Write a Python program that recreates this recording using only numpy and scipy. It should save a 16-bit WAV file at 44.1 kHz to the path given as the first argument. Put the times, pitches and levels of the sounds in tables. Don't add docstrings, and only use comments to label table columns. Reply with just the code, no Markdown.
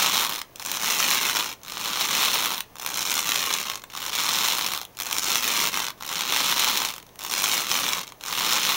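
import sys
import numpy as np
from scipy import signal
from scipy.fft import rfft, irfft, next_fast_len
from scipy.io import wavfile
from scipy.ndimage import map_coordinates

SR = 44100
rng = np.random.default_rng(int(sys.argv[2]) if len(sys.argv) > 2 else 0)


def invert_db(x):
    u = np.asarray(x, float) / 20
    return 10 ** u


def file_out(sig):
    cols = np.atleast_2d(sig).T
    lim = np.clip(cols, -1, 1)
    pcm = np.round(lim * 32767).astype(np.int16)
    wavfile.write(sys.argv[1], SR, pcm)


N = 386309

TURNS = [-.56, .51, 1.6, 2.71, 3.86, 4.92, 5.97, 7.1, 8.16, 9.21]
# start t/s, stop t/s, crackle level/dB at top speed,
# share of the stroke before top speed [0-1], steepness of start and stop [exponent]
STROKES = [
    (-.52, 0.423, -23.5, 0.59, 0.95),
    (.55, 1.553, -23, .6, 0.91),
    (1.595, 2.622, -23.5, 0.62, 0.96),
    (2.78, 3.809, -26.5, 0.51, 0.85),
    (3.867, 4.864, -25.5, .55, 1.21),
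    (4.965, 5.919, -24, 0.59, .8),
    (5.96, 7.013, -23.5, 0.54, 1.29),
    (7.18, 8.11, -25, 0.53, 0.78),
    (8.192, 9.155, -24.5, 0.42, 1.84),
]
TOP_RATE = [135, 140, 140, 95, 125, 115, 125, 115, 130]
# t/s, loss level/dB, half the passing time t/s
WORN_PATCHES = [(.11, 4, .02), (.28, 9.5, 0.0084), (.79, 8, 0.011), (.97, 2.5, 0.013), (1.2, 8.5, 0.011),
                (1.33, 4, 0.02), (2.08, 4.5, 0.02), (2.31, 1, 0.02), (3.04, 3.5, 0.016), (3.24, 6, 0.028),
                (3.64, 7, 0.011), (4.11, 14, 0.0072), (4.8, 2.5, .02), (5.05, 0.5, .03), (5.21, 8, 0.01),
                (5.411, 5.5, 0.019), (5.709, 11, 0.015), (6.25, 4.5, 0.043), (6.55, 6, 0.011),
                (6.94, 8, 0.028), (1.95, 4, .02), (.64, 6, .012), (7.28, 3, 0.022), (7.651, 7.5, 0.04),
                (7.92, -0.5, 0.022), (8.06, 17, 0.026), (8.61, 3.5, 0.021)]
# t/s, peak level/dB
CLEAR_TEARS = [(0.5585, -27.5), (0.5967, -20.5), (0.624, -20), (0.6503, -17.5), (0.716, -10.5),
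               (1.6337, -30), (1.662, -31), (1.7204, -17), (2.7556, -27), (2.797, -19.5), (2.814, -26),
               (2.8383, -28), (2.8626, -12), (3.9005, -32), (3.951, -22), (4.9705, -25), (5.001, -13.5),
               (5.0095, -16), (5.067, -18), (6.0088, -26), (6.0506, -26), (6.0904, -15.5), (7.1576, -34),
               (7.1912, -22), (7.2178, -22), (7.2635, -17), (7.3376, -10.5), (8.2099, -26), (8.2372, -20),
               (8.2767, -27),
               (0.3597, -17), (0.391, -22), (0.416, -16.5), (1.4764, -21), (1.527, -18), (2.519, -13),
              (2.5447, -16), (2.5796, -17.5), (2.606, -13), (3.699, -10.5), (3.756, -16), (3.7743, -24),
              (3.8386, -21), (4.7355, -11), (4.7756, -16), (4.815, -17.5), (4.831, -27), (4.8513, -27),
              (5.8663, -12.5), (5.8832, -15.5), (5.9035, -17), (6.9042, -19), (6.9386, -21), (6.981, -24),
              (7.0275, -34), (7.0664, -37), (8.0096, -19), (8.07, -26), (8.1, -34), (8.1213, -27.5),
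               (0.196, -9), (0.9013, -8.5), (1.2963, -8), (1.9624, -28), (2.15, -11), (3.015, -16),
              (3.1916, -6.5), (3.3596, -8), (3.5384, -6.5), (4.0637, -15), (4.1984, -10), (4.4847, -7.5),
              (4.6637, -11), (5.1277, -12), (5.1836, -8.5), (5.3564, -4.5), (5.672, -9), (6.2083, -9.5),
              (6.3225, -10), (6.379, -19), (6.5954, -5), (6.645, -6), (6.7725, -5.5), (6.8498, -9),
              (7.4405, -6), (7.889, -9), (7.933, -7.5), (8.4484, -23), (8.5318, -8), (8.6293, -18),
               (0.382, -18), (0.619, -26), (0.661, -16.5), (1.5028, -24), (1.649, -30), (1.6816, -23),
         (1.698, -21), (2.5866, -24), (2.7674, -30), (2.7843, -27), (2.8224, -22), (3.8192, -32),
         (3.9213, -31), (3.937, -28), (3.9736, -19), (4.9501, -42), (4.989, -23), (5.0205, -17),
         (5.033, -21), (6.0234, -22.5), (6.0337, -24), (6.0645, -24), (6.9627, -24), (7.0005, -32),
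         (7.091, -42), (7.2294, -24), (7.2488, -21), (8.0364, -24), (8.0776, -26), (8.2609, -19)]
# f/Hz, level/dB per Hz
GLUE = [(40, -30), (175, -18), (620, -12.5), (900, -1), (1150, 1), (1700, -6), (2300, 0), (3900, 1),
        (6000, 0), (7600, -4), (10500, -7), (13500, -6.5), (15000, -7)]
# from f/Hz, to f/Hz
PARTS = [
    (1650, 4750),
    (4750, 7900),
    (7900, 30000),
    (10, 1650),
    (3300, 4500),
]
FACING = {"right": [(0, 0, -1.5, -1), (.3, -2, -5, -6.5), (.6, -1.5, -4, -7), (1, -4, 0, -2.5)],
          "left": [(0, -1, 0, -1), (.3, 0.5, -3, -7.5), (.65, -3, -4.5, -8), (1, -3, -6, -4)]}
ECHO_MS = [2, 1.15, 2.15, 1.13, 1.9, 1.16, 2, 1.05, 1.87, 1.1]
ECHO_SHARE = [.55, .65, .2, .3, .55]
# f/Hz, time to fall 60 dB t/s
ROOM = [(200, 0.21), (2000, 0.17), (10000, 0.11)]
# f/Hz, level/dB per Hz
BOARDS = [(30, -23), (70, -22), (170, 11), (600, 8), (900, -21), (1500, -29)]
# f/Hz, level/dB per Hz
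AIR = [(20, 7.5), (60, 9.5), (120, 7.5), (500, 7.5), (1100, 5), (1500, -6), (2200, -47)]
# f/Hz, rms level/dB
TONES = [
    (119.8, -66),
    (15734, -71),
]
# f/Hz, width f/Hz
NOTCHES = [(4720, 560), (7880, 350), (9420, 360), (14130, 160)]
# f/Hz, level/dB per Hz
HISS = [(1000, -27), (1700, -1), (4700, -9.5), (6260, -6), (7750, -15), (14700, -7.5), (15500, -3)]

CREEP_RATE, FAST_RATE = 55, 135
RESTING_DB = -84
WORN_GAPS = 3.6
SNAP_DB, SNAP_SLOW_DB, SNAP_SCATTER_DB = 4, 23, 2.5
ECHO_RIGHT, ECHO_LEFT, ECHO_GROWS = .08, .4, .16
HISS_DB, TOP_HZ = -58, 15790


def unit(x):
    return x / np.sqrt(np.mean(x ** 2) + 1e-20)


def along(points, hz):
    f, v = np.transpose(points)
    return np.interp(np.log(hz + 1), np.log(f + 1), v)


def curves(rows, at):
    s, *cols = np.transpose(rows)
    return [np.interp(at, s, c) for c in cols]


def filtered(x, response):
    m = next_fast_len(N + SR // 4)
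    return irfft(rfft(x, m) * response(np.fft.rfftfreq(m, 1 / SR)), m)[..., :N]


def coloured(points):
    return unit(filtered(rng.standard_normal(N), lambda hz: invert_db(along(points, hz))))


def stroke_at(t):
    stroke = np.interp(t, TURNS, np.arange(len(TURNS)))
    number = stroke.astype(int)
    return number, stroke % 1, number % 2 == 0


def strands():
    turn, done, _ = stroke_at(np.arange(N) / SR)
    per_s = CREEP_RATE + (np.take(TOP_RATE, turn) - CREEP_RATE) * np.sin(np.pi * done)
    uneven = map_coordinates(rng.standard_normal(800), [np.arange(N) * 60 / SR])
    return np.cumsum(per_s) / SR + .25 * uneven, per_s


def worn_db(t):
    return sum(db * np.exp(-((t - s) / half_s) ** 2) for s, db, half_s in WORN_PATCHES)


def peel_db(t):
    power = invert_db(2 * RESTING_DB)
    for start, stop, db, lean, steep in STROKES:
        done = np.clip((t - start) / (stop - start), 0, 1)
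        done = done ** (np.log(.5) / np.log(lean))
        power = power + invert_db(2 * db) * np.abs(np.sin(np.pi * done)) ** (2 * steep)
    return 10 * np.log10(power) - worn_db(t)


def crackle(passed, per_s, count=60000):
    u = rng.random((count, 2))
    t = u[:, 0] * (N - 1) / SR
    at = (t * SR).astype(int)
    passed, per_s = passed[at], per_s[at]
    grip_db = 1.6 * rng.standard_normal(2000)[passed.astype(int) + 9]
    speed = per_s / FAST_RATE
    trail = 0.12 * speed ** 3 * invert_db(-2 * WORN_GAPS * worn_db(t))
    since_s = (passed % 1) / per_s
    rise_s, burst_s = 0.00046, 0.0028
    burst = np.exp(-since_s / burst_s) * (1 - np.exp(-since_s / rise_s))
    bunch = (trail + burst) / (trail + 1.3 * burst_s * per_s)
    size = np.sqrt(bunch) * invert_db(grip_db - 3.5 * np.log(u[:, 1] + .003))
    size /= np.sqrt(np.sum(size ** 2) / N)
    return t, size * invert_db(peel_db(t) - 1.13 - 1.9 * (1 - speed) ** 2)


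def snaps(passed, per_s, count=16):
    clear = np.transpose(CLEAR_TEARS)
    gone = np.flatnonzero(np.diff(np.floor(np.maximum.accumulate(passed))))
    spread = np.clip(rng.standard_normal(len(gone)), -3, 1.6)
    slow_db = SNAP_SLOW_DB * (1 - per_s[gone] / FAST_RATE)
    own_db = peel_db(gone / SR) + SNAP_DB + slow_db + SNAP_SCATTER_DB * spread
    apart_s = np.abs(gone[:, None] / SR - clear[0]).min(axis=1)
    own_db -= 30 * (apart_s < .007)
    s, db = np.hstack([clear, [gone / SR, own_db]])
    lag = rng.random((len(s), count)) * np.arange(count) * .0003
    share = invert_db(-2200 * lag + 2 * rng.standard_normal(lag.shape))
    share /= np.linalg.norm(share, axis=1, keepdims=True)
    return (s[:, None] + lag).ravel(), (invert_db(db + 9.5)[:, None] * share).ravel()


def ring(lo_hz, hi_hz):
    hz = np.fft.rfftfreq(4096, 1 / SR) + 1
    gain = invert_db(along(GLUE, hz)) / np.sqrt((1 + (lo_hz / hz) ** 8) * (1 + (hz / hi_hz) ** 8))
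    c = irfft(np.log(gain + 1e-6))
    c[1:2048] *= 2
    c[2049:] = 0
    h = irfft(np.exp(rfft(c)))[:1024]
    return h / np.linalg.norm(h)


def tear(t, size, scatter_db, tube_db):
    turn, done, rightward = stroke_at(t)
    place = turn + (1 - np.cos(np.pi * done)) / 2
    delay_ms = np.interp(place, np.arange(len(TURNS)), ECHO_MS)
    strength = np.where(rightward, ECHO_RIGHT, ECHO_LEFT + ECHO_GROWS * done)
    edge_db, fizz_db, body_db = np.where(rightward, curves(FACING["right"], done), curves(FACING["left"], done))
    end_db = np.where(rightward, -3, -14)
    levels_db = [-1.2, edge_db, fizz_db, body_db + tube_db, end_db]
    at = (t * SR).astype(int)
    echo_at = ((t + delay_ms / 1000) * SR).astype(int)
    out = np.zeros(N)
    for band, db, back in zip(PARTS, levels_db, ECHO_SHARE):
        scatter = 1 + invert_db(scatter_db) * rng.standard_normal(len(t))
        kick = size * invert_db(db) * scatter / np.sqrt(1 + invert_db(2 * scatter_db))
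        train = np.bincount(at, kick, N + SR)
        train += np.bincount(echo_at, kick * strength * back, N + SR)
        out += signal.fftconvolve(train[:N], ring(*band))[:N]
    return out


def room(x):
    out, step = np.zeros(N + SR), SR // 6
    for start in range(0, N, step):
        hz, t, z = signal.stft(rng.standard_normal(SR // 4), SR, nperseg=256)
        decay = invert_db(-60 * t / along(ROOM, hz)[:, None])
        tail = signal.istft(z * decay, SR, nperseg=256)[1]
        wet = signal.fftconvolve(x[start:start + step], tail / np.linalg.norm(tail))
        out[start + 130:][:len(wet)] += wet
    return out[:N]


def boards():
    t = np.arange(0, N, 64) / SR
    level_db = np.interp(np.arange(N) / SR, t, peel_db(t))
    return invert_db(-44 + 0.74 * (level_db + 25.5)) * coloured(BOARDS)


def hush():
    t = np.arange(N) / SR
    tones = sum(np.sqrt(2) * invert_db(db) * np.sin(2 * np.pi * hz * t) for hz, db in TONES)
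    return invert_db(-54) * coloured(AIR) + tones


def scene():
    weave = strands()
    roller = tear(*crackle(*weave), scatter_db=2, tube_db=0.27)
    roller += tear(*snaps(*weave), scatter_db=10.5, tube_db=-1.5)
    return (roller + invert_db(-11) * room(roller) + boards() + hush())[None]


def notches(f):
    response = 1
    for c, w in NOTCHES:
        response = response * (c * c - f * f + .13j * f * w) / (c * c - f * f + 1j * f * w)
    return response


def top_cut(x):
    return signal.sosfilt(signal.butter(12, 17090, fs=SR, output="sos"), x)


def record(dry):
    x = dry / (1 + np.abs(dry / .7) ** 3) ** (1 / 3)
    x = filtered(x, lambda f: notches(f) * invert_db(4 / (1 + (14300 / (f + 1)) ** 40)))
    hiss = filtered(rng.standard_normal(N), lambda hz: invert_db(along(HISS, hz)) * (hz < TOP_HZ))
    x = x + invert_db(HISS_DB) * unit(hiss)
    x = filtered(x, lambda f: .003 * (f < 16600) + 1 / np.sqrt(1 + (f / TOP_HZ) ** 1600))
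    return top_cut(x)


dry = scene()
out = record(dry)
file_out(out)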